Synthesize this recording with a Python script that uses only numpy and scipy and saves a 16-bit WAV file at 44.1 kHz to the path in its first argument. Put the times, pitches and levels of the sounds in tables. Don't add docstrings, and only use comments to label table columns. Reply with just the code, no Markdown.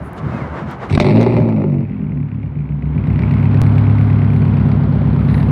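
import sys
import numpy as np
from scipy import signal
from scipy.io import wavfile
from scipy.ndimage import uniform_filter1d

SR = 44100
rng = np.random.default_rng(int(sys.argv[2]) if len(sys.argv) > 2 else 0)


def gain_from_db(level_db):
    decades = np.asarray(level_db, float) / 20
    return 10 ** decades


def master_out(mix):
    frames = np.transpose(np.atleast_2d(mix))
    ceiling = np.clip(frames, -1, 1)
    pcm = np.round(ceiling * 32767).astype(np.int16)
    wavfile.write(sys.argv[1], SR, pcm)


N = 242991

# (time [s], hiss level [dB], grind level [dB], length [s])
COMPRESSIONS = [
    (0.185, -45, -30, 0.011),
    (0.368, -53.5, -26, 0.1),
    (0.585, -51, -24.5, 0.039),
    (0.712, -46, -26, 0.028),
    (0.838, -47.5, -23, 0.023),
    (0.914, -38, -24.5, .012),
]
# (time [s], level [dB])
THUMPS = [
    (.02, -25),
    (.27, -16),
    (.36, -20.5),
    (.44, -19),
    (.51, -25.5),
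    (.65, -20.5),
    (.9, -22.5),
]
# (frequency [Hz], density [dB per Hz])
GRIND_COLOUR = [(180, -18), (300, -5), (357, -3), (441, -6.5), (612, -3), (674, -6), (1010, -5),
                (2100, -18), (3000, -38.5), (3900, -49), (6600, -120)]
# (time [s], frequency [Hz], level [dB])
WHINE = [
    (.3, 1290, -50),
    (.36, 1280, -38),
    (.395, 1230, -42),
    (.415, 1080, -30),
    (.45, 990, -36),
    (.48, 900, -55),
]
THUMP_S, GRIND_STRETCH = 0.033, 1.1
THUMP_FLOOR_DB, GRIND_FLOOR_DB, HISS_FLOOR_DB = -27, -32, -83.5

# (time [s], level [dB], length [s])
BRUSHES = [(0.061, -56, 0.022), (0.168, -62, 0.016), (0.373, -69, 0.055), (0.906, -68.5, 0.019),
           (0.938, -51.5, 0.004), (1.04, -64.5, 0.069), (3.677, -62.5, 0.063), (4.028, -66.5, 0.09),
           (4.36, -63.5, .05), (5.25, -66, .04), (5.37, -55, 0.049), (5.473, -65, 0.043)]
# (frequency [Hz], width [Hz], level [dB])
RUSTLE_MODES = [(9700, 820, 1.5), (14200, 2700, -15), (7000, 2000, -12)]
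# (time [s], peak level [dB])
TICKS = [(0.1321, -32.5), (0.171, -53), (0.2733, -49), (0.7125, -32.5), (3.3215, -39), (5.2625, -50),
         (5.3534, -44), (5.375, -43), (5.4064, -48.5), (5.5074, -38)]
RUSTLE_DB, RUSTLE_PRESSURE_DB, RUSTLE_NEAR_SHARE = -76.5, 16.5, .9

# (time [s], four-stroke cycle rate [1/s])
SPEED = [(0.88, 8.789), (1.0, 10.652), (1.15, 14.115), (1.3, 14.85), (1.45, 14.244), (1.7, 12.147),
         (1.9, 10.675), (2.2, 8.923), (2.4, 8.643), (2.62, 7.266), (2.8, 7.575), (2.95, 8.179),
         (3.2, 8.384), (3.5, 8.619), (3.9, 8.638), (4.7, 8.438), (5.51, 8.411)]
START_CYCLES = .067
# (time [s], gas pressure [0-1], nearness [dB], view into the pipes [dB])
ENGINE = [(.86, 0.3, -7, 13.5), (.95, 0.96, -2.5, 11), (1.05, 0.81, -7, 2), (1.3, 1, -15.5, 1.5),
          (1.45, 0.82, -16.5, -1), (1.7, 0.69, -17, -5), (1.95, 0.03, -11.5, 3), (2.35, 0.02, -13, 2),
          (2.8, -.1, -11, 3.5), (3.0, 0, -5, 2.5), (3.22, 0.08, -2, 7.5), (3.5, 0, -.1, 4),
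          (3.68, 0.09, 1.8, -1.5), (3.9, 0, 1.2, 2.5), (4.25, 0, -0.2, 2.8), (4.7, 0.12, 0.3, -4),
          (4.85, 0.24, -1, -17), (5.51, 0.1, 0.3, -2.5)]
# (pipe [0 or 1], blow-down crank angle [deg], boom level [dB])
FIRING = [(0, -20, -1.3), (0, 50, 3.1), (1, 240, -4.1), (0, 230, 1.8), (1, 423, -.6), (1, 504, 2.3),
          (0, 521, -3.6), (1, 687, 2.3)]
# (time [s], level [dB])
SECOND_PIPE = [(.9, 1.5), (1.5, 1), (2.2, -3.3), (2.9, -3), (3.4, 2.5), (3.9, 0.5), (4.4, 2.6), (5, 1.5),
               (5.5, 2.5)]
# (crank angle [deg], level [dB])
JETS = [(-12, 0), (75, -11), (165, 0), (255, -8), (345, -7), (430, -13), (517, -3), (610, -12)]
# (frequency [Hz], t60 [s], swing in pipe 0 [gain], swing in pipe 1 [gain])
PIPE_MODES = [(68.4, 0.69, 0.098, -0.041), (105.05, 0.56, 0.088, -0.092), (146.4, 0.38, 0.16, 0.16),
              (204.3, 0.34, -0.081, -0.034), (246.5, 0.26, 0.011, -0.1), (277.5, 0.47, 0.025, -0.0015),
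              (340, 0.68, -0.0063, -0.0071), (398.9, 0.22, 0.0111, -0.0094)]
# (frequency [Hz], width [Hz], level [dB])
BARK_MODES = [(354.4, 39, 3), (397, 61, 1), (526, 61, -6.5), (606, 12, -0.5), (667.6, 18, -7),
              (848, 140, -11), (1400, 200, -25)]
# (frequency [Hz], width [Hz], level [dB])
RASP_MODES = [(2094, 500, 2.5), (2590, 610, -2.5)]
# (frequency [Hz], width [Hz], level [dB])
SIZZLE_MODES = [(3940, 920, -5.5), (4940, 1200, -3), (5240, 300, -7)]
# (frequency [Hz], width [Hz], level [dB])
PING_MODES = [(5450, 700, 3), (8200, 1300, -2)]
# (idle level [dB], rise at full pressure [dB], nearness share [dB/dB], view share [dB/dB])
LAYERS = [
    (-9.5, -4, 0.86, 0.012),
    (-38, 33.5, 0.65, .01),
    (-44.5, 22.5, 0.77, 1),
    (-58.5, 43, 1.91, 0.48),
    (-69, 33, 1.46, 0.6),
]
# (time [s], level [dB])
SURGES = [
    (.95, -24),
    (1.05, -11),
    (1.14, -32),
    (1.4, -13),
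    (1.77, -25),
    (2.16, -16),
]
# (time [s], level [dB])
LOBE = [(3.85, 0.84)]
SURGE_RISE_S, SURGE_FALL_S = 0.065, 0.042
LOBE_S, LOBE_FLOOR_DB = .55, -2.5
FULL_LOAD, LOAD_PER_PRESSURE, LOADED_FROM_S, LOADING_S = .65, .8, .96, .14
ROUGH_DB, LOADED_DB, SETTLED_DB = 2.2, 1.5, .8
SETTLES_FROM_S, SETTLED_AT_S = 2.8, 3.5
MISFIRE_FROM_S, MISFIRE_UNTIL_S = .966, .999
COLD_BARK_DB, COLD_JET_DB = -11.5, -14
DEEP_SHARE = .45

# (frequency [Hz], density [dB per Hz])
CLATTER_COLOUR = [(180, -30.5), (300, -4), (399, 2), (460, -6.5), (1020, -5), (2080, -19), (2970, -27),
                  (4110, -57), (5020, -74.5), (9000, -56), (11700, -96.5), (19800, -120)]
CLATTER_DB, CLATTER_NEAR_SHARE = -32, 1.16

# (time [s], level [dB])
CATCH = [(.945, -5.5)]
CATCH_HZ, CATCH_RISE_S, CATCH_FALL_S = 98.5, 0.016, 0.0076

# (time [s], peak level [dB], length [ms], rattle level [dB])
BACKFIRES = [
    (.9758, 5, 2.2, -30),
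    (1.0005, 1, .6, -14),
    (1.2122, -11, .4, -28),
    (1.229, -13, .4, -30),
    (1.4013, -13, 1.5, -40),
    (1.4886, -14, 1.5, -42),
]

# (multiple of the cycle rate [1], level [dB])
HOWL_ORDERS = [(8, -4), (12, -8.5), (16, -2), (20, -4.5), (24, -8.5), (28, -2), (36, -5.5), (40, -14.5),
               (44, -11.5)]
# (frequency [Hz], width [Hz], level [dB])
HOWL_MODES = [(111.8, 24, 8.5), (146, 15.2, 17.5), (225.4, 33, 10), (285.5, 26, 4.5), (320.3, 16, 4.5),
              (420, 15, 0), (531.5, 24, 3), (644, 76, -1)]
# (time [s], level [dB])
HOWL_SWELL = [(1.18, -9)]
HOWL_RISE_S, HOWL_FALL_S = 0.05, 0.04
HOWL_HOLD_DB, HOWL_FROM_S, HOWL_UNTIL_S, HOWL_EDGE_S = -15, 1.06, 1.857, 0.01

# (time [s], peak level [dB])
SCUFF = [
    (5.286, -21),
    (5.296, -23),
    (5.3127, -30),
    (5.342, -17),
    (5.3775, -22),
    (5.4024, -22.5),
    (5.428, -32),
]

LOST_AT_S, LOST_SAMPLES, SPLICE_STEP_DB = 3.6169, 1024, -8
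MIC_HISS_DB, MIC_HISS_NEAR_SHARE, MIC_TOP_HZ = -70.5, 1.0, 15800


def seconds():
    return np.arange(N) / SR


def rms_one(x):
    return x / np.sqrt(np.mean(x ** 2) + 1e-20)


def in_time(rows):
    s, *columns = np.transpose(rows)
    return [np.interp(seconds(), s, c) for c in columns]


def band(x, low_hz, high_hz, order=2):
    return signal.sosfilt(signal.butter(order, [low_hz, high_hz], "band", fs=SR, output="sos"), x)


def ring(clicks, hz, t60_s):
    r, w = gain_from_db(-60 / (t60_s * SR)), 2 * np.pi * hz / SR
    return signal.lfilter([0, np.sin(w)], [1, -2 * r * np.cos(w), r * r], clicks + 1e-18)


def resonate(x, modes):
    out = 0
    for k, (hz, width_hz, db) in enumerate(modes):
        r = np.exp(-np.pi * width_hz / SR)
        gain = (-1) ** k * gain_from_db(db) * (1 - r * r) / 2
        poles = [1, -2 * r * np.cos(2 * np.pi * hz / SR), r * r]
        out = out + signal.lfilter([gain, 0, -gain], poles, x)
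    return out


def even(x, window_s):
    return x / np.sqrt(uniform_filter1d(x ** 2, int(window_s * SR)) + 1e-12)


def coloured(points, flicker_db):
    hz, db = np.transpose(points)
    edges = np.geomspace(hz[0], hz[-1], num=14)
    white = rng.standard_normal((2, N))
    out = 0
    for k, (low, high) in enumerate(zip(edges, edges[1:])):
        flicker = np.interp(np.arange(N) / 2000, np.arange(200), rng.standard_normal(200))
        level_db = np.interp(np.log(low * high) / 2, np.log(hz), db)
        out = out + gain_from_db(level_db + flicker_db * flicker) * band(white[k % 2], low, high)
    return rms_one(out)


def swells(rows, rise_s, fall_s, floor):
    t, power = seconds(), floor ** 2
    rises, falls = np.broadcast_to(rise_s, len(rows)), np.broadcast_to(fall_s, len(rows))
    for (s, db), rise, fall in zip(rows, rises, falls):
        power = power + gain_from_db(2 * db) * np.exp(-((t - s) / np.where(t < s, rise, fall)) ** 2)
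    return np.sqrt(power)


def click_train(rows, lift_db):
    clicks = np.zeros(N)
    for s, db in rows:
        clicks[round(s * SR)] = gain_from_db(db + lift_db)
    return clicks


def lose_block(x):
    at = round(LOST_AT_S * SR)
    return np.delete(x, np.s_[at:at + LOST_SAMPLES])


def keep_block(x):
    at = round(LOST_AT_S * SR)
    return np.insert(x, at, np.full(LOST_SAMPLES, x[at]))


def starter():
    s, hiss_db, grind_db, length_s = np.transpose(COMPRESSIONS)
    grind_s = GRIND_STRETCH * length_s
    thumping = swells(THUMPS, THUMP_S, THUMP_S, gain_from_db(THUMP_FLOOR_DB))
    grinding = swells(np.c_[s, grind_db], grind_s, grind_s, gain_from_db(GRIND_FLOOR_DB))
    hissing = swells(np.c_[s, hiss_db], length_s, length_s, gain_from_db(HISS_FLOOR_DB))
    white = rng.standard_normal((2, N))
    thump = rms_one(resonate(band(white[0], 59, 365), [(72.6, 19, -1.5), (140, 32, -0.2), (212, 118, -8)]))
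    hiss = rms_one(band(band(white[1], 2200, 8200), 2500, 3700, order=1))
    out = thumping * thump + grinding * coloured(GRIND_COLOUR, flicker_db=0.5) + hissing * hiss
    hz, whine_db = in_time(WHINE)
    turn, t = 2 * np.pi * np.cumsum(hz) / SR, seconds()
    whining = (t > WHINE[0][0]) & (t < WHINE[-1][0])
    out += whining * gain_from_db(whine_db) * (np.sin(turn) + 0.73 * np.sin(2 * turn))
    return out * np.clip((.93 - t) / 0.021, 0, 1)


def handling():
    rustle = rms_one(band(resonate(rng.standard_normal(N), RUSTLE_MODES), 5000, 16000))
    s, db, length_s = np.transpose(BRUSHES)
    pressure, near_db, _ = in_time(ENGINE)
    floor = gain_from_db(RUSTLE_DB + RUSTLE_PRESSURE_DB * pressure + RUSTLE_NEAR_SHARE * near_db)
    brushing = swells(np.c_[s, db], length_s, length_s, floor)
    return brushing * rustle + band(click_train(TICKS, lift_db=12), 7700, 14000)


def crank():
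    speed = in_time(SPEED)[0] * (seconds() >= SPEED[0][0])
    return START_CYCLES + np.cumsum(keep_block(speed)) / SR


def load():
    caught = np.clip((seconds() - LOADED_FROM_S) / LOADING_S, 0, 1)
    return keep_block(caught * np.clip(LOAD_PER_PRESSURE * in_time(ENGINE)[0], 0, FULL_LOAD))


def scatter():
    idle_db = keep_block(np.interp(seconds(), [SETTLES_FROM_S, SETTLED_AT_S], [ROUGH_DB, SETTLED_DB]))
    return idle_db + (LOADED_DB - idle_db) * load() / FULL_LOAD


def strokes(turned, degrees, db, scatter_db, jitter_degrees):
    chance = np.clip(rng.standard_normal((46, 2)), -2, 2)
    wanted = np.arange(46) + (degrees + jitter_degrees * chance[:, 0]) / 720
    at = np.searchsorted(turned, wanted)
    inside = (wanted > turned[0] + .1) & (at < len(turned))
    clicks = np.zeros(len(turned))
    clicks[at[inside]] = gain_from_db(db + scatter_db[at[inside]] * chance[inside, 1])
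    return clicks


def layer_gains():
    pressure, near_db, view_db = in_time(ENGINE)
    boom, *rest = [gain_from_db(idle_db + full_db * pressure + near_share * near_db + view_share * view_db)
                   for idle_db, full_db, near_share, view_share in LAYERS]
    cold = seconds() < MISFIRE_UNTIL_S
    cold_db = [COLD_BARK_DB, COLD_JET_DB, COLD_JET_DB, COLD_JET_DB / 2]
    rest = [gain * gain_from_db(db * cold) for gain, db in zip(rest, cold_db)]
    return [swells(SURGES, SURGE_RISE_S, SURGE_FALL_S, boom)] + rest


def pipe_boom(turned, scatter_db):
    pipes = np.zeros((2, len(turned)))
    for pipe, degrees, db in FIRING:
        pipes[pipe] += strokes(turned, degrees, db, scatter_db, jitter_degrees=.6)
    pipes[1] *= gain_from_db(keep_block(in_time(SECOND_PIPE)[0]))
    boom = sum(ring(first * pipes[0] + second * pipes[1], hz, t60_s)
               for hz, t60_s, first, second in PIPE_MODES)
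    boom = band(band(boom, 52, 1100, order=4), 60, 2000)
    deep_gain = gain_from_db(DEEP_SHARE * keep_block(in_time(ENGINE)[1]))
    boom += (deep_gain - 1) * band(boom, 55, 73)
    lobe_gain = keep_block(swells(LOBE, LOBE_S, LOBE_S, gain_from_db(LOBE_FLOOR_DB)))
    boom += (lobe_gain - 1) * band(boom, 90, 120)
    return boom


def gas_jets(turned, scatter_db):
    uneven = 1 - load()
    jets = sum(gain_from_db(db * uneven) * strokes(turned, degrees, 0, scatter_db + 1.5, jitter_degrees=3)
               for degrees, db in JETS)
    fade = np.exp(-1 / (.0045 * SR))
    gate = signal.lfilter([1], [1, -fade], jets) + .045
    gas = gate * rng.standard_normal((3, len(gate)))
    bark = band(resonate(jets + 0.12 * gas[0], BARK_MODES), 150, 1900)
    rasp = band(resonate(gas[1] + 3 * jets, RASP_MODES), 1400, 4200)
    sizzle = resonate(gas[2] + 2 * jets, SIZZLE_MODES)
    sizzle = band(band(sizzle, 2500, 5800, order=4), 2400, 3700)
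    ping = 0
    for hz, width_hz, db in PING_MODES:
        mode = [(hz, width_hz, 0)]
        ping = ping + gain_from_db(db) * resonate(resonate(gas[0] + jets, mode), mode)
    return bark, rasp, sizzle, ping


def exhaust():
    boom_gain, bark_gain, rasp_gain, sizzle_gain, ping_gain = layer_gains()
    turned, scatter_db = crank(), scatter()
    boom = pipe_boom(turned, scatter_db)
    bark, rasp, sizzle, ping = gas_jets(turned, scatter_db)
    layers = [(boom, boom_gain * gain_from_db(2.5)), (bark, bark_gain * gain_from_db(1.0)), (rasp, rasp_gain * gain_from_db(1.5)),
              (ping, ping_gain), (sizzle, sizzle_gain * gain_from_db(0.5))]
    running = np.clip((seconds() - .87) / 0.021, 0, 1)
    return running * sum(gain * lose_block(even(x, window_s=.2)) for x, gain in layers)


def engine_bay():
    running = np.clip((seconds() - .87) / 0.03, 0, 1)
    gain = gain_from_db(CLATTER_DB + CLATTER_NEAR_SHARE * in_time(ENGINE)[1] + 3)
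    return running * gain * band(coloured(CLATTER_COLOUR, flicker_db=.6), 100, 4800, order=4)


def catch():
    tone = np.sqrt(2) * np.sin(2 * np.pi * CATCH_HZ * seconds())
    return swells(CATCH, CATCH_RISE_S, CATCH_FALL_S, 0) * tone


def backfires():
    out, t = np.zeros(N), seconds()
    for s, peak_db, length_ms, rattle_db in BACKFIRES:
        age = (t - s) * 1000 / length_ms
        after = np.maximum(age, 0)
        blast = -gain_from_db(peak_db) * np.sign(np.sin(np.pi * age)) * (age > 0) * np.exp(-after ** 2 / 3)
        decay = (t > s) * np.exp(-np.maximum(t - s, 0) / .014)
        rattle = gain_from_db(rattle_db) * decay * rng.standard_normal(N)
        out += band(blast, 30, 500 + 2200 / length_ms) + band(rattle, 500, 5000, order=4)
    return out


def howl_gain():
    t = seconds()
    opens = np.tanh((t - HOWL_FROM_S) / HOWL_EDGE_S)
    shuts = np.tanh((t - HOWL_UNTIL_S) / HOWL_EDGE_S)
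    plateau = (opens - shuts) / 2
    return swells(HOWL_SWELL, HOWL_RISE_S, HOWL_FALL_S, gain_from_db(HOWL_HOLD_DB) * plateau)


def howl():
    turned, orders = crank(), 0
    slack = FULL_LOAD - load()
    for k, db in HOWL_ORDERS:
        waver = np.interp(turned * 4, np.arange(200), rng.standard_normal(200))
        level = gain_from_db(db + k / 9 * waver - k * .8 * slack)
        orders = orders + level * np.sin(2 * np.pi * round(k) * turned + k / 30 * waver)
    lifted = 0.13 * band(orders, 95, 260) + resonate(orders, HOWL_MODES)
    return howl_gain() * lose_block(rms_one(lifted))


def footstep():
    fade = np.exp(-1 / (0.0086 * SR))
    bursts = signal.lfilter([1], [1, -fade], click_train(SCUFF, lift_db=4)) * rng.standard_normal(N)
    return band(resonate(bursts, [(1770, 280, 6.5), (2580, 1500, -9.0), (3850, 440, -6)]), 700, 4500, order=4)


def scene():
    start, end = MISFIRE_FROM_S, MISFIRE_UNTIL_S
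    firing = np.interp(seconds(), [start - .004, start, end, end + .002], [1, .4, .4, 1])
    engine = firing * (exhaust() + howl())
    return (starter() + handling() + engine + engine_bay() + catch() + backfires() + footstep())[None]


def band_limit(x):
    return signal.sosfilt(signal.butter(12, 16650, fs=SR, output="sos"), x)


def record(dry):
    after_s = seconds() - LOST_AT_S
    step = gain_from_db(SPLICE_STEP_DB) * (after_s > 0) * np.exp(-np.abs(after_s) / .008)
    hiss_gain = gain_from_db(MIC_HISS_DB + MIC_HISS_NEAR_SHARE * in_time(ENGINE)[1])
    hiss = hiss_gain * band(rng.standard_normal(N), 8000, 18000)
    top_cut = signal.ellip(12, .5, 60, MIC_TOP_HZ, fs=SR, output="sos")
    heard = signal.sosfilt(top_cut, dry + hiss)
    closing = np.clip((N - np.arange(N)) / 12, 0, 1)
    mix = closing * np.tanh((heard + step) / 1.468) * 1.11
    return band_limit(mix)


dry = scene()
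out = record(dry)
master_out(out)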